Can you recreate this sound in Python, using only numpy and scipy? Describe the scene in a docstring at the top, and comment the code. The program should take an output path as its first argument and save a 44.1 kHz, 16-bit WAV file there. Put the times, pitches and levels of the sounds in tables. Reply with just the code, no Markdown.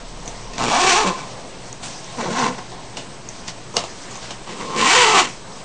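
"""Zipping a soft suitcase

A slider is pulled along the zip in three strokes, in a small quiet room. Each tooth knocks the
slider and shakes the hollow case, and the strained zip tape makes the case ring at a corner.
Between strokes the pull tab clicks and cloth rustles. A low drone dies away early on.
A cheap microphone adds hum, hiss and an offset (a steady shift of the wave away from zero)."""
import sys
import numpy as np
from scipy import signal
from scipy.fft import rfft, irfft, next_fast_len
from scipy.io import wavfile
from scipy.ndimage import uniform_filter1d

SR = 44100
rng = np.random.default_rng(int(sys.argv[2]) if len(sys.argv) > 2 else 0)


def log_audio(samples):
    """Write samples as a 16-bit WAV file to the path given in sys.argv[1]."""
    # one column per channel
    frames = np.atleast_2d(samples).T
    # limit to full scale, then quantise
    limited = np.clip(frames, -1, 1)
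    pcm = np.round(limited * 32767).astype(np.int16)
    wavfile.write(sys.argv[1], SR, pcm)


N = 248724

# The notes at which the hollow case rings; each stretch of the zip drives them differently.
# Each row: pitch in Hz, width in Hz, then the level in dB for strokes 1, 2 and 3.
CASE_NOTES = [(130.8, 14.4, -5, 4.5, -14), (186, 7.9, -17, 3, -13.5), (260.5, 17, -3, -22, -24.5),
              (358, 22.6, 0, 1, 2), (467, 137, 2.5, -1, 0.5), (702, 110, 5.5, 5, 2.5),
              (924, 114, 2, 3.5, 2.5), (1068, 54, 1, 3, 3.5), (1154, 60, -1, -5.5, 1),
              (1296, 68, -6, -8.5, -4)]
# The times in seconds at which the first and second stretches of the zip end.
STRETCH_ENDS_S = [1.7, 3.6]


def from_db(db):
    """Turn decibels into a number to multiply a sound by."""
    return 10 ** (np.asarray(db) / 20)


def rms_one(x):
    """Scale a sound so that its average level (rms) is 1."""
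    return x / np.sqrt(np.mean(x ** 2) + 1e-20)


def evened(x, window_s=0.047):
    """Hold the level near 1 all along, so that a level curve alone can set the loudness."""
    return x / np.sqrt(uniform_filter1d(x ** 2, int(window_s * SR)) + 1e-12)


def wobble(step):
    """A random curve that heads for a new value every `step` samples."""
    corners = np.arange(0, N + step, step)
    return np.interp(np.arange(N), corners, rng.standard_normal(len(corners)))


def swells(rows):
    """A loudness curve that climbs to each peak and falls back; zero or negative slopes are abrupt."""
    t = np.arange(N) / SR
    power = 0
    for peak_s, db, rise, fall in rows:
        drop_db = 10 * np.where(t < peak_s, (peak_s - t) / max(rise, .01), (t - peak_s) / max(fall, .002))
        power = power + from_db(db - drop_db) ** 2
    return np.sqrt(power)


def stroke_curves(strokes, edge_s=.01):
    """Join each column's points into a curve; also give a gate, 1 during a stroke and 0 outside."""
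    t = np.arange(N) / SR
    times, *columns = np.transpose(np.vstack(strokes))
    gate = 0
    for rows in strokes:
        inside_s = np.minimum(t - rows[0][0], rows[-1][0] - t)
        gate = gate + np.clip(inside_s / edge_s + .5, 0, 1)
    return [np.interp(t, times, column) for column in columns], np.minimum(gate, 1)


def butter(x, hz, kind, order=2):
    """Keep the lows, the highs or one band of a sound (a Butterworth filter)."""
    return signal.sosfilt(signal.butter(order, hz, kind, fs=SR, output="sos"), x)


def resonance(x, hz, width_hz):
    """Make a sound ring at one pitch; the narrower the width, the longer it rings."""
    r = np.exp(-np.pi * width_hz / SR)
    feedback = [1, -2 * r * np.cos(2 * np.pi * hz / SR), r * r]
    return signal.lfilter(np.array([1, 0, -1]) * (1 - r * r) / 2, feedback, x + 1e-18)


def body(x, notes, start_s=0):
    """Ring an object at all its notes at once, with levels set by the stretch of zip in hand."""
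    stretch = np.searchsorted(STRETCH_ENDS_S, start_s + np.arange(len(x)) / SR)
    return sum((-1) ** k * from_db(dbs)[stretch] * resonance(x, hz, width)
               for k, (hz, width, *dbs) in enumerate(notes))


def coloured_noise(spectrum, flicker_db):
    """Noise in half-octave bands, each with its own level and its own flicker."""
    hz, db = np.transpose(spectrum)
    edges_hz = 18 * 2 ** np.arange(0, 9.6, .5)
    white = rng.standard_normal((2, N))
    out = 0
    for k, (low, high) in enumerate(zip(edges_hz, edges_hz[1:])):
        level_db = np.interp(np.log(low * high) / 2, np.log(hz), db)
        band = butter(white[k % 2], [low, high], "band")
        out = out + from_db(level_db + flicker_db * wobble(2000)) * band
    return rms_one(out)


def background(noise_db=-39, drone_hz=31.57, drone_hold_s=1.03, drone_fall_db_per_s=59):
    """Room noise and hiss, mains hum with two thin whistles, and a distant drone that dies away."""
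    # The wavering hum and whistles. Each row: pitch in Hz, width in Hz, level in dB.
    tones = [(118.4, 3, -50), (183, 8, -56), (7880, 15, -58), (8120, 15, -58)]
    # The colour of the quiet room. Each row: frequency in Hz, relative level in dB.
    room_colour = [(12, -42), (20, 2.5), (86, -12), (117, -1), (152, -25), (182, 8), (213, -25), (249, -1),
                   (323, -8), (367, -7), (801, -13.5), (7890, -24.5), (9970, -56.5), (13000, -85),
                   (21900, -120)]
    hum = sum(from_db(db) * rms_one(resonance(rng.standard_normal(N), hz, width))
              for hz, width, db in tones)
    t = np.arange(N) / SR
    drone_db = -39.5 - drone_fall_db_per_s * np.maximum(t - drone_hold_s, 0)
    drone = np.sqrt(2) * np.sin(2 * np.pi * drone_hz * t)
    noise = coloured_noise(room_colour, flicker_db=1.6)
    return from_db(noise_db) * noise + hum + from_db(drone_db) * drone


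def cloth_rustle(rest_swish_db=-50, rest_rub_db=-47):
    """Hands and sleeves brush the cloth, which never lies quite still; the rubbed case murmurs."""
    # Each row is one brush: time of its peak in seconds, swish level in dB, low rub level in dB,
    # then rise and fall in seconds per 10 dB.
    brushes = [(.284, -42.5, -41, 0.3, 0.6), (.56, -43.5, -40.5, -0.04, 0.86), (1.38, -42, -38, 0.6, 0.15),
               (1.684, -41, -41.5, 0.13, .04), (1.834, -32.5, -38.5, -0.08, 0.17),
               (2.13, -39, -42, 0.2, 0.96), (2.72, -60, -37.5, -1, 0.2), (2.975, -38.5, -33.5, -0.06, 0.04),
               (3.3, -43, -48, -0.06, 0.3), (3.485, -31, -44, -0.02, 0.03),
               (3.768, -26, -22, -0.0139, -0.0148), (3.844, -49, -53, -0.18, 1),
               (4.25, -37, -41, 0.47, 0.15), (4.309, -39.5, -37, -0.32, 0), (4.5, -36.5, -44, -0.25, 0.55),
               (5.29, -36.5, -45, -0.16, 0.1), (5.51, -51, -40.5, 0.1, 0.2), (5.6, -42, -43.5, 0.1, 1.5)]
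    # The colour of the swish. Each row: frequency in Hz, relative level in dB.
    cloth_colour = [(710, -42), (1200, -9), (1520, -3.5), (3470, -4.5), (6210, -1.5), (8150, -7.5),
                    (9800, -32), (12700, -51), (21600, -120)]
    swish_gain = swells([(s, db, rise, fall) for s, db, _, rise, fall in brushes])
    rub_gain = swells([(s, db, rise, fall) for s, _, db, rise, fall in brushes])
    swish = np.hypot(from_db(rest_swish_db), swish_gain) * coloured_noise(cloth_colour, flicker_db=2.5)
    rub = np.hypot(from_db(rest_rub_db), rub_gain) * rms_one(body(rng.standard_normal(N), CASE_NOTES))
    return swish + rub


def tab_clicks():
    """The pull tab and fingers make a sharp click, a fading rattle and a knock on the case."""
    # Each row: start in seconds, click peak in dB, pitch in Hz, broad crack in dB next to the pitched
    # part, case knock in dB, rattle in dB next to the click, rattle fade time in seconds.
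    clicks = [(0.258, -27, 6630, -16, -30, -6, 0.018), (0.277, -17.5, 6000, -13.5, -22.5, -4, 0.012),
              (0.534, -25.5, 2630, -7, -32, -1, 0.02), (0.5812, -11, 2330, 7, -23, -18, .01),
              (1.7275, -19, 6200, -20, -35, -22, .012), (2.043, -27, 5860, -24, -46, -6, .014),
              (2.582, -30, 1980, -20, -38, -14, 0.01), (2.97, -21.5, 2830, -5, -38, 1, 0.029),
              (3.288, -19, 6000, -19.5, -45, -9, 0.011), (3.479, -16.5, 2070, -11, -25, -5, 0.011),
              (3.739, -34, 6150, -22, -25, 2, 0.035), (3.7672, -1.5, 2890, -2, -10.5, -11.5, 0.027),
              (3.8377, -21.5, 6300, 1, -19.5, -3, 0.02), (4.108, -26, 6800, -12, -36, -3, 0.027),
              (4.154, -25.5, 6040, -8, -30.5, -2, 0.017), (4.172, -24, 6500, -19, -32, -14, .01),
              (4.226, -27, 1550, -10, -53, 0, 0.062), (4.307, -18.5, 2900, -4, -24, -3, 0.019)]
    out = np.zeros(N)
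    t = np.arange(int(.2 * SR)) / SR
    for start_s, peak_db, hz, crack_db, knock_db, rattle_db, fade_s in clicks:
        snap = rng.standard_normal(len(t)) * t * np.exp(-t / 0.00066)
        rattle = rng.standard_normal(len(t)) * np.exp(-t / np.clip(fade_s, .003, .1))
        click, tail = [resonance(resonance(x, hz, .16 * hz), hz, .16 * hz)
                       + from_db(crack_db) * butter(x, [1500, 6800], "band") for x in (snap, rattle)]
        click, tail, snap = [x / np.abs(x).max() for x in (click, tail, snap)]
        blow = snap + 0.2 * rattle
        lid_boom = 1.13 * resonance(blow, 206, 86)
        knock = body(blow, CASE_NOTES, start_s) + lid_boom
        sound = from_db(peak_db) * (click + from_db(rattle_db) * tail)
        sound += from_db(knock_db) * knock / np.abs(knock).max()
        i = round(start_s * SR)
        out[i:i + len(t)] += sound[:N - i]
    return out


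def tooth_knocks(jerk, usual_teeth_per_s=300, stumble_power=1.1):
    """One knock per tooth; a slow slider stumbles more, scattering their timing and strength."""
    # The slider's speed, one list per stroke. Each row: time in seconds, teeth per second.
    speeds = [
        [(.57, 120), (.7, 121), (.73, 225), (.77, 245), (.79, 358), (.825, 352), (.85, 388), (.92, 355),
         (1.0, 435), (1.03, 400), (1.055, 190), (1.27, 130)],
        [(2.16, 235), (2.21, 235), (2.24, 176), (2.29, 190), (2.32, 228), (2.41, 255), (2.45, 203), (2.48, 212),
         (2.505, 275), (2.63, 170)],
        [(4.46, 180), (4.66, 185), (4.75, 160), (4.79, 188), (4.87, 270), (4.92, 400), (4.96, 515), (5.04, 435),
         (5.12, 426), (5.2, 354), (5.25, 240), (5.31, 200)],
    ]
    # How uneven the knocks are at the usual speed, from 0 to 1, for strokes 1, 2 and 3.
    scatter = [.05, .09, .16]
    (teeth_per_s,), _ = stroke_curves(speeds)
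    stretch = np.searchsorted(STRETCH_ENDS_S, np.arange(N) / SR)
    stumble = (usual_teeth_per_s / teeth_per_s) ** stumble_power
    uneven = np.clip(np.array(scatter)[stretch] * stumble, 0, .6)
    teeth_per_s = teeth_per_s * (1 + .045 * jerk)
    teeth_passed = np.floor(np.cumsum(teeth_per_s) / SR)
    teeth = np.flatnonzero(np.diff(teeth_passed))
    timing, strength = rng.standard_normal((len(teeth), 2)).T
    shift = (.5 * uneven[teeth] * timing * SR / teeth_per_s[teeth]).astype(int)
    knocks = np.zeros(N)
    knocks[np.clip(teeth + shift, 0, N - 1)] = from_db(10 * uneven[teeth] * strength)
    return knocks


def zipper(scratch_fade_s=0.003):
    """Each tooth knocks and scratches: the case shakes, the zip tape thrums and the slider rasps."""
    # How loud the pull is, one list per stroke. Each row: time in seconds, then the levels in dB
    # of the case, the slider's rasp and the tape's thrum.
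    strokes = [
        [(0.575, -38, -43, -41), (0.579, -32, -30, -53), (0.611, -18, -27, -21.5), (0.697, -22.5, -23, -20.5),
         (0.719, -16.5, -23, -27), (0.849, -14, -19, -16.5), (0.921, -14.5, -14.5, -19.5),
         (1.003, -15, -22, -18.5), (1.043, -20, -27.5, -19.5), (1.079, -18.5, -22.5, -17),
         (1.117, -25, -33, -26), (1.149, -46, -39, -42), (1.193, -32.5, -33.5, -36.5), (1.27, -43, -48, -43)],
        [(2.17, -40, -47, -39), (2.19, -23, -35, -21), (2.212, -21.5, -31, -30), (2.23, -38, -30.5, -22.5),
         (2.264, -20.5, -34, -26), (2.298, -31.5, -33.5, -21.5), (2.362, -23.5, -28, -30),
         (2.394, -18.5, -25.5, -21), (2.464, -19.5, -24.5, -20.5), (2.508, -27.5, -38.5, -25.5),
         (2.578, -44, -47, -43), (2.586, -29, -35, -34), (2.612, -41, -48, -41), (2.63, -35, -52, -57)],
        [(4.46, -55, -45, -50), (4.474, -33.5, -41, -44), (4.512, -38, -36, -30), (4.566, -42, -53, -38.5),
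         (4.612, -27.5, -33.5, -29.5), (4.664, -37, -46, -32), (4.74, -27, -38, -29.5),
         (4.778, -23.5, -22.5, -20.5), (4.908, -16.5, -14.5, -23), (4.972, -14.5, -13.5, -15),
         (5.14, -13.5, -19.5, -18), (5.152, -10.5, -15, -13.5), (5.2, -13, -14, -19.5), (5.31, -53, -42, -46.5)],
    ]
    # The slider's notes. Each row: pitch in Hz, width in Hz, then level in dB for strokes 1, 2 and 3.
    slider_notes = [(1490, 170, -0.5, 0.5, -1), (1773, 116, -1, -2, -0.5), (1956, 210, -5, -2.5, 0.5),
                    (2303, 55, 5, -1, 4), (2620, 350, -3.5, -9, -3), (3080, 180, -2, -6, 0.5),
                    (3300, 380, -4.5, -9, -5), (4100, 310, -4, -6.5, -4), (4390, 410, -5, -7.5, -5.5),
                    (5240, 760, -6, -9, -7), (5770, 700, -4, -6.5, -6), (7110, 810, -7, -10.5, -6.5),
                    (8130, 1580, -11.5, -16, -11)]
    (case_db, rasp_db, thrum_db), gate = stroke_curves(strokes, edge_s=0.0046)
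    jerk = wobble(500)   # the hand pulls in small jerks
    knocks = tooth_knocks(jerk)
    fade = np.exp(-1 / (scratch_fade_s * SR))
    knock_tails = signal.lfilter([1], [1, -fade], knocks)
    scratch = rng.standard_normal(N) * (knock_tails + .4)
    shaken_case = body(knocks + .03 * scratch, CASE_NOTES)
    shaken_slider = body(scratch + 8 * knocks, slider_notes)
    lid_boom = .7 * resonance(knocks, 190, 140)
    case = from_db(case_db) * evened(butter(shaken_case, 650, "high"))
    thrum = from_db(thrum_db) * evened(butter(shaken_case + lid_boom, [130, 560], "band"))
    rasp_db = rasp_db + 1.32 * jerk   # a jerk rasps harder
    rasp = from_db(rasp_db) * evened(butter(shaken_slider, 1350, "high"))
    return gate * (case + thrum + rasp)


def corner_ring(hz=1057, width_hz=25):
    """The case rings on one note while the strained tape drags at a corner."""
    # Each row: time of the peak in seconds, level in dB, then rise and fall in seconds per 10 dB.
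    drags = [(1.08, -25.5, 0.29, 0.08), (2.47, -26, 0.17, .02), (4.76, -28.5, 0.13, -2),
             (4.868, -16, 0.0846, -0.04)]
    drag = resonance(rng.standard_normal(N), hz, width_hz)
    return swells(drags) * evened(resonance(drag, hz, 3 * width_hz))


def room_echo(x, fade_60_db_s=0.25, wall_cut_hz=4700):
    """Eight echoes bounce between the walls, quieter and duller on every round."""
    size = next_fast_len(N + SR)
    one_sample_delay = np.exp(-2j * np.pi * np.arange(size // 2 + 1) / size)
    dull = np.exp(-2 * np.pi * wall_cut_hz / SR)
    wall = (1 - dull) / (1 - dull * one_sample_delay)
    lags = (rng.uniform(.006, .028, 8) * SR).astype(int)
    echoes = 0
    for k, lag in enumerate(lags):
        trip = from_db(-60 * lag / SR / fade_60_db_s) * wall * one_sample_delay ** lag
        echoes = echoes + (-1) ** k * trip / (1 - trip)   # all the round trips added up
    return irfft(rfft(x, size) * echoes, size)[:N]


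def scene(echo_db=-14):
    """The zip and clicks with their echo, over the rustle and background, in one channel."""
    suitcase = zipper() + corner_ring() + tab_clicks()
    return (suitcase + from_db(echo_db) * room_echo(suitcase) + cloth_rustle() + background())[None]


def record(dry, offset=-.0097, top_hz=10270):
    """The microphone softens the treble, rounds the tallest peaks, adds an offset and cuts the top."""
    soft = butter(dry, 8420, "low", order=6)
    rounded = soft / (1 + np.abs(soft) ** 6) ** (1 / 6)
    return signal.sosfilt(signal.cheby2(16, 62, top_hz, fs=SR, output="sos"), rounded + offset)


dry = scene()
out = record(dry)
log_audio(out)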